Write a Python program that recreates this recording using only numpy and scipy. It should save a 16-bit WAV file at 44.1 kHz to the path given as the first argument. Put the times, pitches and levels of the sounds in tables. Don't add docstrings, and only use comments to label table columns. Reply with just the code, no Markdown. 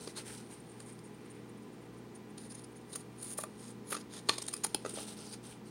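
import sys
import numpy as np
from scipy import signal
from scipy.fft import rfft, irfft
from scipy.io import wavfile

SR = 44100
rng = np.random.default_rng(int(sys.argv[2]) if len(sys.argv) > 2 else 0)


def generate_wav(signal):
    frames = np.transpose(np.atleast_2d(signal))
    scaled = np.clip(frames, -1, 1) * 32767
    pcm = np.round(scaled).astype(np.int16)
    wavfile.write(sys.argv[1], SR, pcm)


N = 251370
TIME = np.arange(N) / SR

# (t/s, level/dB)
CREEP_LEVEL = [(0.42, -62), (1.13, -70.5), (2.22, -78), (2.55, -69.5), (3.08, -71.5), (3.47, -66),
               (3.66, -64.5), (3.91, -82), (4.23, -66), (4.34, -62), (4.47, -56), (4.85, -61)]


def from_db(db):
    return 10 ** (np.asarray(db) / 20)


def rms_one(x):
    return x / np.sqrt(np.mean(x ** 2) + 1e-20)


def coloured(x, spectrum):
    hz, db = np.transpose(spectrum)
    bins = np.maximum(np.fft.rfftfreq(N, 1 / SR), 1)
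    gain = from_db(np.interp(np.log(bins), np.log(hz), db))
    return rms_one(irfft(rfft(x) * gain, N))


def drift(per_s):
    knots = rng.standard_normal(N // 10)
    return rms_one(np.interp(TIME * per_s, np.arange(len(knots)), knots))


def grains(per_s, spread_db, clump_db, clumps_per_s):
    born = rng.random(N) < per_s / SR
    size_db = spread_db * np.minimum(rng.exponential(1, N), 4) + clump_db * drift(clumps_per_s)
    return born * rng.choice([-1, 1], N) * from_db(size_db)


def ring(x, hz, t60):
    radius = from_db(-60 / (t60 * SR))
    angle = 2 * np.pi * hz / SR
    feedback = [1, -2 * radius * np.cos(angle), radius ** 2]
    return signal.lfilter([0, np.sin(angle)], feedback, x + 1e-18)


def level(rows):
    s, db = np.transpose(rows)
    return from_db(np.interp(TIME, s, db, left=-150, right=-150))


def add(out, s, sound):
    start = max(round(s * SR), 0)
    out[start:start + len(sound)] += sound[:N - start]


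def motion(start, length, attack, release):
    rise = 0.5 + 0.5 * np.tanh(2 * (TIME - start) / attack)
    return rise * np.exp(-np.maximum(TIME - start - length, 0) / release)


def focused(x, hz, q, share):
    resonance = signal.lfilter(*signal.iirpeak(hz, q, fs=SR), x)
    return rms_one(x + share * rms_one(resonance))


def radiated(x):
    return signal.sosfilt(signal.butter(2, 220, "high", fs=SR, output="sos"), x)


def tone(hz, wander_rad=0.2):
    start_turn = rng.random()
    return np.sqrt(2) * np.sin(2 * np.pi * (hz * TIME + start_turn) + wander_rad * drift(3.03))


def background():
    # (f/Hz, level/dB per Hz)
    air_colour = [(18, -52), (36, -18), (62, -13.5), (105, -13), (140, -8.5), (175, -0.5), (230, -2),
                  (275, -6.5), (374, -5.5), (426, -3.5), (584, -16.5), (1010, -14), (1100, -18.5),
                  (2010, -22), (7470, -34), (9220, -35), (12000, -42), (16000, -36.5)]
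    # (f/Hz, level/dB rms)
    hum_tones = [(59.4, -77), (158.2, -67), (237.6, -67), (240.0, -65), (252.1, -66), (297.0, -61),
                 (336.1, -68), (356.4, -65.5), (360.0, -68), (415.8, -62.5), (475.2, -67), (534.6, -74),
                 (653.4, -78), (772.2, -75), (831.6, -75), (1009.8, -76), (1188.0, -77), (1960.2, -78),
                 (2376.0, -80)]
    # (t/s, level/dB rms)
    drone_level = [(0, -62.5), (0.4, -56.5), (0.65, -63), (1.1, -56), (1.35, -61), (1.62, -54.5),
                   (2.0, -65.5), (2.42, -53.5), (2.7, -71), (3.3, -58.5), (3.9, -55.5), (4.55, -65.5),
                   (5.15, -52), (5.5, -64), (5.7, -61)]
    air_db, waver_db = -54.5, 1.5
    mains_hz, mains_db, drone_hz = 120.0, -60, 210.8
    throb_depth, throb_period_s, throb_peak_s = 0.29, 0.571, 0.3

    hum = sum(from_db(db + waver_db * drift(5.4)) * tone(hz) for hz, db in hum_tones)
    throb = 1 + throb_depth * np.cos(2 * np.pi * (TIME - throb_peak_s) / throb_period_s)
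    hum += from_db(mains_db) * throb * tone(mains_hz)
    hum += level(drone_level) * tone(drone_hz)
    return hum + from_db(air_db) * coloured(rng.standard_normal(N), air_colour)


def creep(trim_db=-3.0):
    # (f/Hz, level/dB)
    creep_colour = [(500, -39), (2500, -13.5), (4200, -11), (6600, -15.5), (7700, -25), (8700, -4),
                    (9600, -5), (10700, -25), (12000, -23), (16000, -34)]
    friction = grains(per_s=9000, spread_db=2.5, clump_db=2.5, clumps_per_s=70)
    return from_db(trim_db) * level(CREEP_LEVEL) * coloured(friction, creep_colour)


def rustle(trim_db=1.5, fold_q=4, snag_share=0.38):
    # (f/Hz, level/dB)
    rustle_colour = [(410, 12), (700, 6.5), (971, 5.5), (1090, -13), (1300, 7.5), (1940, -5), (3030, 1.5),
                     (3280, -1), (3550, -0.5), (6400, 1), (6830, -4.5), (9230, 9), (11800, -11.5),
                     (16000, -12)]
    # (start t/s, length/s, level/dB, bent sheet f/Hz, share of that resonance)
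    sweep_rows = [(0.0, 0.1, -54.5, 4000, 0.22), (0.167, 0.029, -49.5, 2000, 0.31),
                  (0.256, 0.093, -51, 1920, 0.27), (0.37, 0.034, -59, 4200, 0.19),
                  (0.5, 0.035, -60, 2200, .6), (0.872, 0.029, -64, 1900, 0.44), (1.202, 0.18, -69, 2080, 3),
                  (4.849, 0.071, -54, 3330, 0.18), (4.95, 0.081, -47.5, 3400, .25),
                  (5.068, 0.06, -52.5, 3600, .2), (5.169, 0.17, -55, 4680, 0.43),
                  (5.432, 0.095, -56.5, 3300, .2), (5.654, .035, -63.5, 4500, 0.22)]
    attack_s, sag_db_per_s, release_s = 0.014, 6, 0.024

    flicks = np.zeros(N)
    for hz in np.linspace(1000, 15000, 10):
        fibres = grains(per_s=1400, spread_db=2.8, clump_db=2.5, clumps_per_s=140)
        flicks += signal.lfilter(*signal.iirpeak(hz, hz / 1500, fs=SR), fibres)
    snags = grains(per_s=260, spread_db=2.4, clump_db=2.0, clumps_per_s=40)
    friction = coloured(rms_one(flicks) + snag_share * rms_one(snags), rustle_colour)
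    out = np.zeros(N)
    for s, length, db, fold_hz, share in sweep_rows:
        sagging_db = db - sag_db_per_s * np.clip(TIME - s, 0, length)
        hand = from_db(sagging_db) * motion(s, length, attack_s, release_s)
        out += hand * focused(friction, fold_hz, fold_q, share)
    return from_db(trim_db) * out


def knocks(thump_t60=0.02):
    # (t/s, ring level/dB, contact hardness f/Hz, main mode f/Hz, card thump level/dB, thump f/Hz)
    knock_rows = [(0.0742, -45, 14000, 1150, -31, 424), (0.804, -50.5, 5000, 1150, -60, 600),
                  (2.956, -33.5, 1500, 1194, -39, 520), (3.3874, -23, 950, 1150, -29.5, 587),
                  (3.437, -25.5, 1150, 1175, -32, 625), (3.9205, -39, 4000, 1230, -34, 500),
                  (3.9258, -16.5, 1000, 1225, -32.5, 500), (3.950, -30, 1300, 1230, -43, 415),
                  (3.9666, -33.5, 2500, 1230, -33, 413), (3.975, -39, 2500, 1245, -42, 448),
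                  (4.288, -27.5, 6000, 1150, -49, 422), (4.2941, -18, 12000, 1150, -38, 495),
                  (4.3153, -44, 8000, 1150, -51, 513), (4.383, -45, 8000, 1150, -38, 566),
                  (4.538, -39, 9000, 1190, -43, 418), (4.647, -38.5, 4000, 1250, -32.5, 834),
                  (4.8497, -19.5, 910, 1225, -27, 545), (4.861, -29, 1800, 1260, -27.5, 428),
                  (4.938, -46, 1500, 1150, -36, 405), (4.974, -51, 1500, 1150, -30, 560),
                  (4.98, -50, 2500, 1150, -43, 630), (4.985, -37, 2000, 1150, -39, 574)]
    # (f/Hz, level/dB, t60/s)
    hand_damped_modes = [(834, -32, 0.067), (1150, -4.5, 0.032), (1430, -4.5, 0.0094), (1800, -10, 0.028),
                         (2450, -9.5, 0.028), (3250, 1, 0.0079), (3600, -0.5, 0.011), (4120, 0, 0.016),
                         (4400, 3.5, 0.0078), (5000, -24, .018), (6630, -5, .016), (6330, -11, .012),
                         (8600, -8, .013)]
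    # (f/Hz, level/dB, t60/s)
    after_ring = [(1150, -30.5, 0.098), (2450, -30, 0.093), (3600, -37, 0.6), (3800, -36, 0.64),
                  (4080, -38, .1), (6300, -37, 0.19)]
    main_mode_hz, crunch_db, crunch_s = 1150, -29, 0.002

    out, t = np.zeros(N), TIME[:SR // 2]
    click = 1.0 * (t == 0)
    for s, ring_db, hard_hz, ring_hz, card_db, card_hz in knock_rows:
        crunch = from_db(crunch_db) * rng.standard_normal(len(t)) * np.exp(-t / crunch_s)
        soft = np.exp(-2 * np.pi * hard_hz / SR)
        force = signal.lfilter([(1 - soft) ** 2], [1, -2 * soft, soft ** 2], click + crunch)
        opening = ring_hz / main_mode_hz
        steel = np.zeros(len(t))
        for k, (hz, mode_db, t60) in enumerate(hand_damped_modes + after_ring):
            steel += (-1) ** k * from_db(mode_db) * ring(force, hz * opening, t60)
        add(out, s, from_db(ring_db) * steel)
        add(out, s, from_db(card_db) * ring(click, card_hz, thump_t60))
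    return radiated(out)


def snap(s, modes, contact_hz=11000, hollow_hz=8000, hollow_share=0.52):
    click = 1.0 * (np.arange(N) == round(s * SR)) + 1e-18
    force = signal.sosfilt(signal.butter(3, contact_hz, fs=SR, output="sos"), click)
    force = force - hollow_share * signal.lfilter(*signal.iirpeak(hollow_hz, 6, fs=SR), force)
    return radiated(sum(from_db(db) * ring(force, hz, t60) for hz, db, t60 in modes))


def crack():
    # (f/Hz, level/dB, t60/s)
    crack_modes = [(560, -31, 0.018), (1304, -24, 0.016), (3150, -22.5, 0.0083), (3730, -17.5, 0.0083),
                   (4200, -24, .011), (7260, -29, .006), (9200, -26, .008)]
    return snap(4.2935, crack_modes)


def snap_shut():
    # (f/Hz, level/dB, t60/s)
    shut_modes = [(356, -25.5, 0.02), (845, -35, 0.038), (1500, -33, .009), (2650, -47.5, 0.1),
                  (3000, -48, .05), (3300, -24, 0.0064), (4300, -25, 0.0068), (5050, -28, 0.0088),
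                  (7000, -33, .007), (9850, -43, .08)]
    return snap(4.747, shut_modes)


def blade_pitch(s):
    # (t/s, f/Hz)
    pitch_curve = [(0.0, 8900), (0.75, 8760), (2.36, 9200), (2.48, 9650), (3.09, 9300), (3.48, 9760),
                   (3.57, 8500), (3.79, 8850), (3.89, 10300), (4.06, 8900), (4.43, 8600), (4.76, 10100),
                   (4.89, 9000), (5.7, 9260)]
    return np.interp(s, *np.transpose(pitch_curve))


def shear(strokes, clump_db, tear_share):
    # (f/Hz, level/dB)
    zing_colour = [(5500, -47), (6900, -14.5), (7900, -21.5), (8800, -5.5), (9900, 3), (10500, -10.5),
                   (11500, -37), (13000, -30), (16000, -41)]
    sizzle_colour = [(9500, -4.5), (10700, 8.5), (11300, 2), (11800, -6), (12900, 1.5), (13700, -4),
                     (14500, -10), (16000, -6)]
    thread_colour = [(80, -49), (350, 2), (520, -3.5), (720, -1.5), (1230, -3), (1900, -3.5), (2450, -5.5),
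                     (2820, -7), (3300, -2.5), (3750, -2.5), (4250, -1.5), (4600, -3), (5050, -1),
                     (5850, -6), (6700, 0.5), (7700, -14), (8700, -5), (11000, -13), (16000, -30)]
    zing_trim_db, threads_trim_db, zing_share = 0.5, -0.56, 1.0
    zing_t60, tear_q = 0.003, 9

    grinding = grains(per_s=11000, spread_db=1.5, clump_db=clump_db, clumps_per_s=540)
    steel, sizzle = coloured(grinding, zing_colour), coloured(grinding, sizzle_colour)
    tearing = grains(per_s=7000, spread_db=2.4, clump_db=clump_db, clumps_per_s=400)
    cloth = coloured(tearing, thread_colour)
    out = np.zeros(N)
    for s, part, stroke, steel_db, cloth_db, tear_hz, top_db in strokes:
        ringing = ring(steel[part], blade_pitch(s), zing_t60)
        zing = rms_one(steel[part]) + zing_share * rms_one(ringing)
        tear = focused(rms_one(cloth[part]), tear_hz, tear_q, tear_share)
        layers = [(zing, steel_db + zing_trim_db), (sizzle[part], top_db), (tear, cloth_db + threads_trim_db)]
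        stroke_rms = np.sqrt(np.mean(stroke ** 2))
        for sound, db in layers:
            out[part] += from_db(db) * rms_one(sound * stroke) * stroke_rms
    return out


def glides():
    # (start t/s, length/s, steel zing level/dB, tearing threads level/dB, threads f/Hz, sizzle level/dB)
    glide_rows = [(0.5, 0.046, -58, -64, 4200, -71), (0.804, 0.017, -58.5, -63, 2000, -76),
                  (2.397, 0.064, -59, -60.5, 4400, -78), (2.572, 0.025, -57, -58, 4300, -75),
                  (2.894, 0.12, -59.5, -63.5, 5000, -69), (3.183, 0.04, -55, -62, 4300, -69),
                  (3.237, 0.054, -51.5, -58, 4500, -62), (3.3, 0.035, -45.5, -58, 6700, -56),
                  (3.395, 0.02, -45.5, -52, 7300, -49), (3.588, 0.12, -59, -60, 5300, -75),
                  (3.872, 0.08, -56, -58.5, 6900, -62), (3.963, 0.045, -63, -58, 5000, -70),
                  (4.119, 0.073, -55, -51, 3600, -76), (4.28, 0.085, -57, -53, 3900, -74)]
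    attack_s, release_s = 0.04, 0.01
    strokes = []
    for s, length, *sound in glide_rows:
        envelope = motion(s, length, attack_s, release_s)
        part = np.flatnonzero(envelope > 0.01)
        strokes.append((s + length / 2, part, envelope[part], *sound))
    return shear(strokes, clump_db=2.8, tear_share=0.18)


def all_slips():
    # (middle t/s, length/s, steel zing level/dB, tearing threads level/dB, threads f/Hz)
    slip_rows = [(0.077, 0.0054, -53, -45, 5200), (0.095, 0.013, -59, -55, 2000),
                 (0.179, 0.034, -47.5, -44, 4140), (0.804, 0.0043, -47.5, -49.5, 1600),
                 (0.893, 0.039, -59, -62, 2000), (0.992, 0.003, -57, -55, 5200),
                 (1.06, 0.04, -64.5, -76, 6700), (1.312, 0.018, -60, -76, 6700),
                 (2.159, 0.018, -57.5, -63.5, 6700), (2.382, 0.0096, -50.5, -51, 4300),
                 (2.515, 0.029, -51.5, -55.5, 5000), (2.551, 0.015, -48.5, -54, 6600),
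                 (2.644, 0.014, -54, -57.5, 5000), (2.77, 0.025, -60, -65, 6700),
                 (2.934, 0.018, -47, -50, 4100), (2.959, 0.011, -38.5, -44, 6500),
                 (3.23, 0.01, -42, -53.5, 4400), (3.247, 0.01, -43, -60, 4400),
                 (3.312, 0.017, -51, -51, 6500), (3.383, 0.015, -38.5, -54.5, 5050),
                 (3.438, 0.011, -43, -56, 7100), (3.908, 0.011, -42.5, -53, 1200),
                 (3.927, 0.017, -41.5, -41.5, 2470), (3.95, 0.013, -44, -38.5, 1280),
                 (3.969, 0.012, -51, -47, 6700), (4.013, 0.008, -60, -53, 5000),
                 (4.2905, 0.0054, -35.5, -31.5, 4170), (4.295, 0.0035, -33, -25, 4300),
                 (4.304, .012, -51, -42, 4300), (4.3155, .003, -52, -46, 4100),
                 (4.326, 0.0065, -54, -46, 4160), (4.339, 0.012, -56, -43, 4300),
                 (4.384, 0.0082, -41, -38, 5000), (4.399, .022, -63, -53.5, 3400),
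                 (4.4234, 0.0081, -40, -41, 5350), (4.442, .006, -53, -52, 3200),
                 (4.455, .003, -51, -58, 6800), (4.467, 0.0043, -43, -49, 6820),
                 (4.4842, 0.0083, -36.5, -39.5, 3840), (4.491, 0.0042, -44, -47, 6840),
                 (4.531, 0.0058, -44, -50, 4970), (4.5395, 0.0064, -33.5, -38.5, 4940),
                 (4.567, 0.0078, -45, -50, 4890), (4.577, .003, -50, -55, 6800),
                 (4.643, 0.011, -35, -34.5, 6950), (4.6483, 0.0064, -32, -38, 5200),
                 (4.668, 0.0067, -42, -45, 7100), (4.7468, 0.0022, -24.5, -32, 7000),
                 (4.851, 0.0073, -59, -52, 6300), (4.863, 0.0084, -49, -47, 6300),
                 (4.896, 0.006, -41.5, -48, 4500), (4.908, .006, -48, -53, 5000),
                 (4.946, 0.019, -45.5, -63, 5000), (5.268, .007, -62, -54, 6900),
                 (5.335, 0.024, -49.5, -48.5, 4700)]
    # (start t/s, end t/s)
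    inching_span = (0.6, 2.85)
    slips_per_s, jitter, length_s = 14, 0.6, 0.016
    over_creep_db, spread_db, threads_db, threads_hz = 4.5, 2.5, -24, 6770

    chance = rng.standard_normal(size=(60, 2))
    times = inching_span[0] + (np.arange(len(chance)) + jitter * chance[:, 0]) / slips_per_s
    creep_db = np.interp(times, *np.transpose(CREEP_LEVEL))
    levels = creep_db + over_creep_db + spread_db * chance[:, 1]
    inching = [(s, length_s, db, db + threads_db, threads_hz)
               for s, db in zip(times, levels) if s < inching_span[1]]
    return slip_rows + inching


def slips(half_width=0.53, squareness=2.27):
    firm_zing_db, pressed_hz = -41.5, 9470
    sizzle_db, sizzle_db_per_khz, sizzle_db_per_db = -6, 10.5, 2.3
    brief_s = 0.0069

    strokes = []
    for s, length, steel_db, cloth_db, tear_hz in all_slips():
        part = np.flatnonzero(np.abs(TIME - s) < 1.5 * length)
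        envelope = np.exp(-np.abs((TIME[part] - s) / (length * half_width)) ** squareness)
        pressed_khz = (blade_pitch(s) - pressed_hz) / 1000
        weakness_db = max(firm_zing_db - steel_db, 0)
        top_db = steel_db + sizzle_db + sizzle_db_per_khz * pressed_khz - sizzle_db_per_db * weakness_db
        brevity_db = 20 * np.log10(1 - np.exp(-envelope.sum() / SR / brief_s))
        strokes.append((s, part, envelope, steel_db, cloth_db, tear_hz, top_db + brevity_db))
    return shear(strokes, clump_db=2.0, tear_share=0.7)


def room(x):
    desk_db, desk_t60, tail_db, tail_t60, wall_hz = -13, 0.084, -18, 0.26, 5000
    t = TIME[:SR // 2]
    decay = from_db(-60 * t / [[desk_t60], [tail_t60]])
    desk, tail = rng.standard_normal((2, len(t))) * (t > 0.002) * decay
    tail = signal.sosfilt(signal.butter(1, wall_hz, fs=SR, output="sos"), tail)
    echoes = from_db(desk_db) * desk / np.linalg.norm(desk)
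    echoes += from_db(tail_db) * tail / np.linalg.norm(tail)
    return x + signal.fftconvolve(x, echoes)[:N]


def scene():
    cutting = slips() + glides() + creep()
    blows = knocks() + crack() + snap_shut()
    return (room(cutting + blows + rustle()) + background())[None]


def record(dry):
    thin = signal.sosfilt(signal.butter(4, 48, "high", fs=SR, output="sos"), dry)
    return signal.sosfilt(signal.ellip(12, 0.1, 80, 15900, fs=SR, output="sos"), thin)


dry = scene()
out = record(dry)
generate_wav(out)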